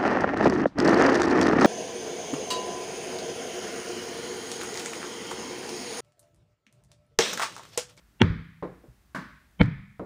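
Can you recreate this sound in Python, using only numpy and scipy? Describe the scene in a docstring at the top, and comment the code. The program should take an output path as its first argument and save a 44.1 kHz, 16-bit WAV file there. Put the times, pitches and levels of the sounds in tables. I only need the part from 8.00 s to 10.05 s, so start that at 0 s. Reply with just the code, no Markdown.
"""In a small, hard, echoing room a tennis ball is rallied against the near wall, beside the microphone.
Ventilation, filtered noise, hums faintly; shoes and shaken walls thud as low decaying sines.
Loose fittings tick; two ball bounces and a faint shoe knock reach the ear by discrete paths and reverberation.
The racket cracks at the far end as coloured reflections with a ringing ping; the first stroke is a dying echo.
Loudest are two blows on the wall panel, whose damped modes crack and boom into the room's echo."""
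import sys
import numpy as np
from scipy import signal
from scipy.fft import rfft, irfft
from scipy.io import wavfile
from scipy.ndimage import uniform_filter1d

SR = 44100
rng = np.random.default_rng(int(sys.argv[2]) if len(sys.argv) > 2 else 0)


def digitize_waveform(pressure):
    """Quantize a signal to 16-bit integers and store it at the path in sys.argv[1].

    Rows of a 2-D input are taken as channels; values are limited to [-1, 1].
    """
    field = np.atleast_2d(pressure).T
    bounded = np.clip(field, -1, 1)
    quanta = np.round(bounded * 32767).astype(np.int16)
    wavfile.write(sys.argv[1], SR, quanta)


N = 90405  # length in samples


def from_db(db):
    """Decibels are logarithmic: 20 dB is a tenfold amplitude gain."""
    return 10 ** (np.asarray(db) / 20)


def at_hz(points, hz):
    """Pitch is logarithmic: a (Hz, value) table is interpolated along log frequency."""
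    points = np.array(points)
    return np.interp(np.log(np.maximum(hz, 1)), np.log(points[:, 0]), points[:, 1])


def add(out, start_s, sound):
    """Superposition: pressures add; whatever falls outside the scene is cropped."""
    start = int(round(start_s * SR))
    sound = sound[max(-start, 0):N - start]
    start = max(start, 0)
    out[start:start + len(sound)] += sound


def seconds():
    """Sampled time: sample number over sample rate."""
    return np.arange(N) / SR


def unit_energy(x):
    """Energy is the sum of squares; scale it to that of one unit click."""
    return x / np.sqrt(np.sum(x ** 2))


def colour(x, points):
    """Minimum-phase filtering: the folded cepstrum of a (Hz, dB) response gives a causal filter."""
    size = 2 ** 17
    hz = np.arange(size // 2 + 1) * SR / size
    cepstrum = irfft(np.log(from_db(at_hz(points, hz))))
    # fold negative time onto positive time
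    cepstrum[1:size // 2] *= 2
    cepstrum[size // 2 + 1:] = 0
    response = np.exp(rfft(cepstrum))
    return irfft(rfft(x, size) * response)[:N]


def ring(force, hz, t60):
    """Driven damped oscillator: a two-pole resonator answers a unit click with a sine of height near 1."""
    radius = from_db(-60 / (t60 * SR))
    angle = 2 * np.pi * hz / SR
    feedback = [1, -2 * radius * np.cos(angle), radius * radius]
    return signal.lfilter([0, np.sin(angle)], feedback, force + 1e-18)


def tone(hz, db, t60):
    """Free damped vibration: a sine loses 60 dB in each t60."""
    t = seconds()
    return from_db(db - 60 * t / t60) * np.sin(2 * np.pi * hz * t)


def scatter(envelope, count=6):
    """Phase dispersion: random phases smear a click while its spectrum stays even."""
    x = rng.standard_normal(len(envelope)) * envelope
    for _ in range(count):
        spectrum = rfft(x, 2 * len(x))
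        flat = spectrum / (np.abs(spectrum) + 1e-12)
        x = irfft(flat)[:len(x)]
    return np.pad(unit_energy(x), (0, N - len(x)))


def early():
    """Early reflections: dense arrivals modelled as noise that builds and dies quickly."""
    t60_s, build_s = 0.22, 0.0015
    t = seconds()
    decay = from_db(-60 * t / t60_s)
    return unit_energy(rng.standard_normal(N) * decay * (1 - np.exp(-t / build_s)))


def echo():
    """Diffuse reverberation: absorption varies with frequency, so each third-octave has its own decay."""
    # The room's decay. Each row: frequency in Hz, t60 in seconds.
    room_t60 = [(60, 0.54), (180, 0.54), (350, 0.42), (550, 0.33), (800, 0.44), (1100, 0.55), (1500, 0.61),
                (2100, 0.76), (3200, 0.72), (5000, 0.6), (8000, 0.32), (14000, 0.56)]
    build_s, size = 0.0009, 2 ** 16
    t = np.arange(size) / SR
    hz = np.arange(size // 2 + 1) * SR / size
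    noise = rfft(rng.standard_normal(size))
    out = np.zeros(size)
    for low in 20 * 2 ** (np.arange(30) / 3):
        band = irfft(noise * ((hz >= low) & (hz < low * 2 ** (1 / 3))))
        centre = low * 2 ** (1 / 6)
        out += band * from_db(-60 * t / at_hz(room_t60, centre))
    out *= 1 - np.exp(-t / build_s)
    return np.pad(out, (0, N - size)) / np.sqrt(SR / 20)


def ventilation():
    """Stationary broadband noise: spectral shaping leaves a low rumble under a faint hiss."""
    # Spectrum of the air noise. Each row: frequency in Hz, relative level in dB.
    air_colour = [(20, -37), (40, -7.5), (58, 3), (85, -11.5), (190, -16), (300, -19.5), (500, -29),
                  (1500, -27.5), (3000, -33.5), (15000, -40)]
    air = colour(rng.standard_normal(N), air_colour)
    return from_db(-61) * air / np.std(air)


def thumps():
    """Soft impact: gradual contact rounds the onset of a damped low mode, for shoes and shaken walls."""
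    # Each row: start in seconds, level in dB before the onset is rounded, frequency in Hz, t60 in seconds.
    thump_rows = [(0.295, -28, 55, 0.43), (0.300, -8.5, 100, 0.079), (0.718, -33.5, 149.6, 0.058),
                  (0.882, -40.5, 57, 0.16), (0.883, -42, 121, 0.15), (1.652, -13, 112, 0.082),
                  (1.681, -11.5, 162, 0.065), (1.714, -21, 180, 0.089)]
    contact_s = 0.0029
    onset = 1 - np.exp(-(seconds() / contact_s) ** 2)
    out = np.zeros(N)
    for start_s, db, hz, t60 in thump_rows:
        add(out, start_s, tone(hz, db, t60) * onset)
    return out


def rattle():
    """Secondary impacts: loose fittings, shaken by the blows, tick as brief scattered clicks."""
    # Each row: start in seconds, gain in dB.
    ticks = [(0.2278, -7), (1.6226, -13), (1.6264, -14), (1.6335, -8), (1.659, -13)]
    # Spectrum of a tick. Each row: frequency in Hz, gain in dB.
    tick_colour = [(400, -19), (1500, -4.5), (4500, -8), (6500, -13.5), (9000, -20), (15000, -33.5)]
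    early_db = -10.5
    out = np.zeros(N)
    for start_s, db in ticks:
        add(out, start_s, from_db(db) * (scatter(np.ones(30)) + from_db(early_db) * early()))
    return colour(out, tick_colour)


def floor_knocks():
    """Impact and image sources: delayed copies and reverberation repeat each knock; modes ring on."""
    # Two ball bounces and, between them, a faint shoe knock.
    # Each row: start in seconds, gain in dB, low-pass cutoff in Hz.
    knocks = [(0.6252, -5.5, 6000), (0.837, -26.5, 600), (1.9956, -7.5, 1870)]
    # Spectrum of a knock on the floor. Each row: frequency in Hz, gain in dB.
    knock_colour = [(60, 10), (170, 17), (480, 22.5), (700, 11.5), (1150, 7), (1450, 1.5), (2200, -4.5),
                    (2900, -18), (3900, -16.5), (6000, -29), (14000, -34)]
    # Ball and floor resonances. Each row: frequency in Hz, t60 in seconds,
    # level in dB at the first bounce, level in dB at the last.
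    bounce_modes = [(180, 0.21, -31.5, -31), (323.7, 0.21, -48, -38), (414.5, 0.14, -37, -46),
                    (506, 0.18, -31.5, -39.5), (695, 0.081, -41, -34.5), (1044, 0.11, -32.5, -50.5),
                    (1273, 0.026, -43, -34.5)]
    # First paths to the microphone. Each row: delay in seconds, gain in dB.
    knock_paths = [(0, -7), (0.004, -6), (0.0105, -8), (0.027, -13)]
    early_db, echo_db = 1, -2
    out = np.zeros(N)
    for start_s, db, dull_hz in knocks:
        paths = from_db(early_db) * early() + from_db(echo_db) * echo()
        for delay_s, path_db in knock_paths:
            add(paths, delay_s, from_db([path_db]))
        pop = colour(paths, knock_colour)
        dulled = signal.lfilter(*signal.butter(1, dull_hz, fs=SR), pop)
        add(out, start_s, from_db(db) * dulled)
    # only the ball bounces, first and last, set the modes ringing
    for bounce, (start_s, *_) in enumerate((knocks[0], knocks[-1])):
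        for k, (hz, t60, *mode_db) in enumerate(bounce_modes):
            add(out, start_s, (-1) ** k * tone(hz, mode_db[bounce], t60))
    return out


def racket():
    """Direct and reverberant fields: a far crack is thin, its bass comes by echo; strings, frame and room ring."""
    # Each row: start in seconds, gain in dB.
    strokes = [(-0.26, -9.5), (1.147, -0.5)]
    # Ball on the strings. Each row: frequency in Hz, gain in dB.
    stroke_colour = [(50, -7.5), (110, 11.5), (190, 19), (300, 14.5), (450, 2), (620, 8.5), (740, -3.5),
                     (1100, 11.5), (1280, 5.5), (1520, 11.5), (2300, -3), (2800, -9.5), (4400, -10.5),
                     (8000, -19), (15000, -31.5)]
    # Ringing strings, frame and room. Each row: frequency in Hz, relative level in dB, t60 in seconds.
    ping_modes = [(199, 11, 0.5), (286, 7, 0.4), (610, -12, 0.92), (930, -7, 0.4), (1050, 5.5, 0.34),
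                  (1125, 4, 0.46), (1500, 3, 0.68), (1560, 15.5, 0.21), (1620, -3.5, 0.43)]
    direct_db, early_db, echo_db, ping_db = -20, -1.5, 0.5, -51
    thin_hz = 320  # the first paths carry little bass
    ping = sum(tone(hz, ping_db + mode_db, t60) for hz, mode_db, t60 in ping_modes)
    out = np.zeros(N)
    for start_s, db in strokes:
        first = from_db(direct_db) * scatter(np.hanning(180)) + from_db(early_db) * early()
        first = signal.lfilter(*signal.butter(2, thin_hz, "high", fs=SR), first)
        crack = colour(first + from_db(echo_db) * echo(), stroke_colour)
        add(out, start_s, from_db(db) * (crack + ping))
    return out


def blow_force(start_s, contact_s, swell_db):
    """Impact excitation: a dull noise swell leads into a short contact with softened treble."""
    attack_s, rise_s, attack_dull_hz, crack_dull_hz = 0.021, 0.017, 3332, 7360
    t = seconds()
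    rising = np.exp(t[t < attack_s] / rise_s) - 1
    swell = unit_energy(rng.standard_normal(len(rising)) * rising)
    swell = signal.sosfilt(signal.butter(6, attack_dull_hz, fs=SR, output="sos"), swell)
    contact = scatter(np.ones(int(contact_s * SR)))
    force = np.zeros(N)
    add(force, start_s - attack_s, from_db(swell_db) * swell)
    add(force, start_s, signal.lfilter(*signal.butter(2, crack_dull_hz, fs=SR), contact))
    return force


def wall():
    """Modal excitation: the spot struck sets how strongly each panel and room mode answers a blow."""
    # Each row: start in seconds, contact in seconds, gain of the swell in dB, thin tone in Hz, its level in dB,
    # boom's lead in seconds, boom's rise in seconds, gain of all modes in dB, gain of the echo in dB.
    wall_hits = [(0.2158, 0.0028, -15, 2755, -33, 0.00025, 0.0024, 3, 5.5),
                 (1.6132, 0.0018, -4, 3083, -26, 0.00043, 0.004, 2.5, 4.5)]
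    # The panel's crack, its boom, and the low room resonances it wakes. Each row: frequency in Hz,
    # t60 in seconds, relative level in dB from the first spot, relative level in dB from the second.
    crack_modes = [(484, 0.027, -19.5, -12), (906, 0.026, -14.5, -18), (1423, 0.013, -15, -14),
                   (1812, 0.012, -10.5, -16), (2258, 0.02, -16, -15.5), (2810, 0.01, -10.5, -51),
                   (3320, 0.014, -11, -24.5), (4200, 0.0051, -19, -21.5), (4800, 0.0026, -26.5, -43.5),
                   (5767, 0.006, -23, -42)]
    boom_modes = [(60.5, 0.041, -36.5, -13.5), (118, 0.12, -12.5, -17.5), (173, 0.02, -22, -2.5),
                  (232.5, 0.095, -8, -28), (285.4, 0.15, -31.5, -18.5), (365, 0.061, -15, -24.5)]
    room_modes = [(92.6, 0.47, -24, -24.5), (138.45, 0.49, -31.5, -23), (164, 0.58, -19.5, -38.5),
                  (201.5, 0.71, -38, -33)]
    # Faint ring that lingers. 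Each row: frequency in Hz, level in dB.
    wall_ring = [(1265, -49.5), (1750, -46), (1852, -45), (2213, -47)]
    # Spectrum of the echo. Each row: frequency in Hz, gain in dB from the first spot, gain in dB from the second.
    wall_echo = np.array([(29.4, 13.5, 33), (63, 28.5, 25.5), (113, 32.5, 32), (197, 32, 30), (345, 19, 9),
                          (490, 20.5, 12), (750, 2.5, 4), (1240, 10.5, 5), (1710, 10, 7), (2350, 5, 6.5),
                          (2800, -7, -12), (3180, -1, -5), (5100, -12, -17.5), (8500, -29.5, -40.5),
                          (15000, -40, -51.5)])
    ring_t60_s, tone_swell_s, tone_lead_s = 0.75, 0.007, 0.021
    out, t = np.zeros(N), seconds()
    for spot, hit in enumerate(wall_hits):
        start_s, contact_s, swell_db, tone_hz, tone_db, lead_s, rise_s, modes_db, echo_db = hit
        force = blow_force(start_s, contact_s, swell_db)
        for k, (hz, t60, *spot_db) in enumerate(crack_modes):
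            out += (-1) ** k * from_db(modes_db + spot_db[spot]) * ring(force, hz, t60)
        for hz, db in wall_ring:
            add(out, start_s, tone(hz, db, ring_t60_s))

        # a thin tone swells and fades around the blow
        age = t - start_s + lead_s
        tone_envelope = np.exp(-np.abs(age) / tone_swell_s) * (age > -tone_lead_s)
        out += from_db(tone_db) * tone_envelope * np.sin(2 * np.pi * tone_hz * age)

        for k, (hz, t60, *spot_db) in enumerate([*boom_modes, *room_modes]):
            rise = np.exp(np.minimum(age, 0) / rise_s)
            decay = from_db(-60 * np.maximum(age, 0) / t60)
            boom = rise * decay * np.sin(2 * np.pi * hz * age)
            out += (-1) ** k * from_db(modes_db + spot_db[spot]) * boom
        add(out, start_s, from_db(echo_db) * colour(echo(), wall_echo[:, [0, 1 + spot]]))
    return out


def scene():
    """Linear superposition: the room's own noise and the rally sum in mono."""
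    return (ventilation() + thumps() + rattle() + floor_knocks() + racket() + wall())[None]


def record(dry):
    """Band-limiting and compression: bass and top are cut, loud blows duck the gain, peaks are rounded."""
    low_hz, cutoff_hz, peak = 39.7, 15600, 0.74
    duck_above_db, duck_share, duck_attack_s, recover_db_per_s = -22, 0.47, 0.024, 12.5
    x = signal.lfilter(*signal.butter(2, low_hz, "high", fs=SR), dry[0])

    power = np.abs(uniform_filter1d(x ** 2, size=441))  # 10 ms mean
    level_db = 10 * np.log10(power + 1e-12)
    over_db = duck_share * np.maximum(level_db - duck_above_db, 0)
    # hold the largest reduction, released at a steady rate
    recovered_db = recover_db_per_s * seconds()
    held_db = np.maximum.accumulate(over_db + recovered_db) - recovered_db
    pole = np.exp(-1 / (duck_attack_s * SR))
    x = x * from_db(-signal.lfilter([1 - pole], [1, -pole], held_db))

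    x = x / (1 + (x / peak) ** 8) ** (1 / 8)  # soft limit
    return signal.sosfilt(signal.ellip(10, 0.1, 80, cutoff_hz, fs=SR, output="sos"), x)[None]


dry = scene()
out = record(dry)
digitize_waveform(out)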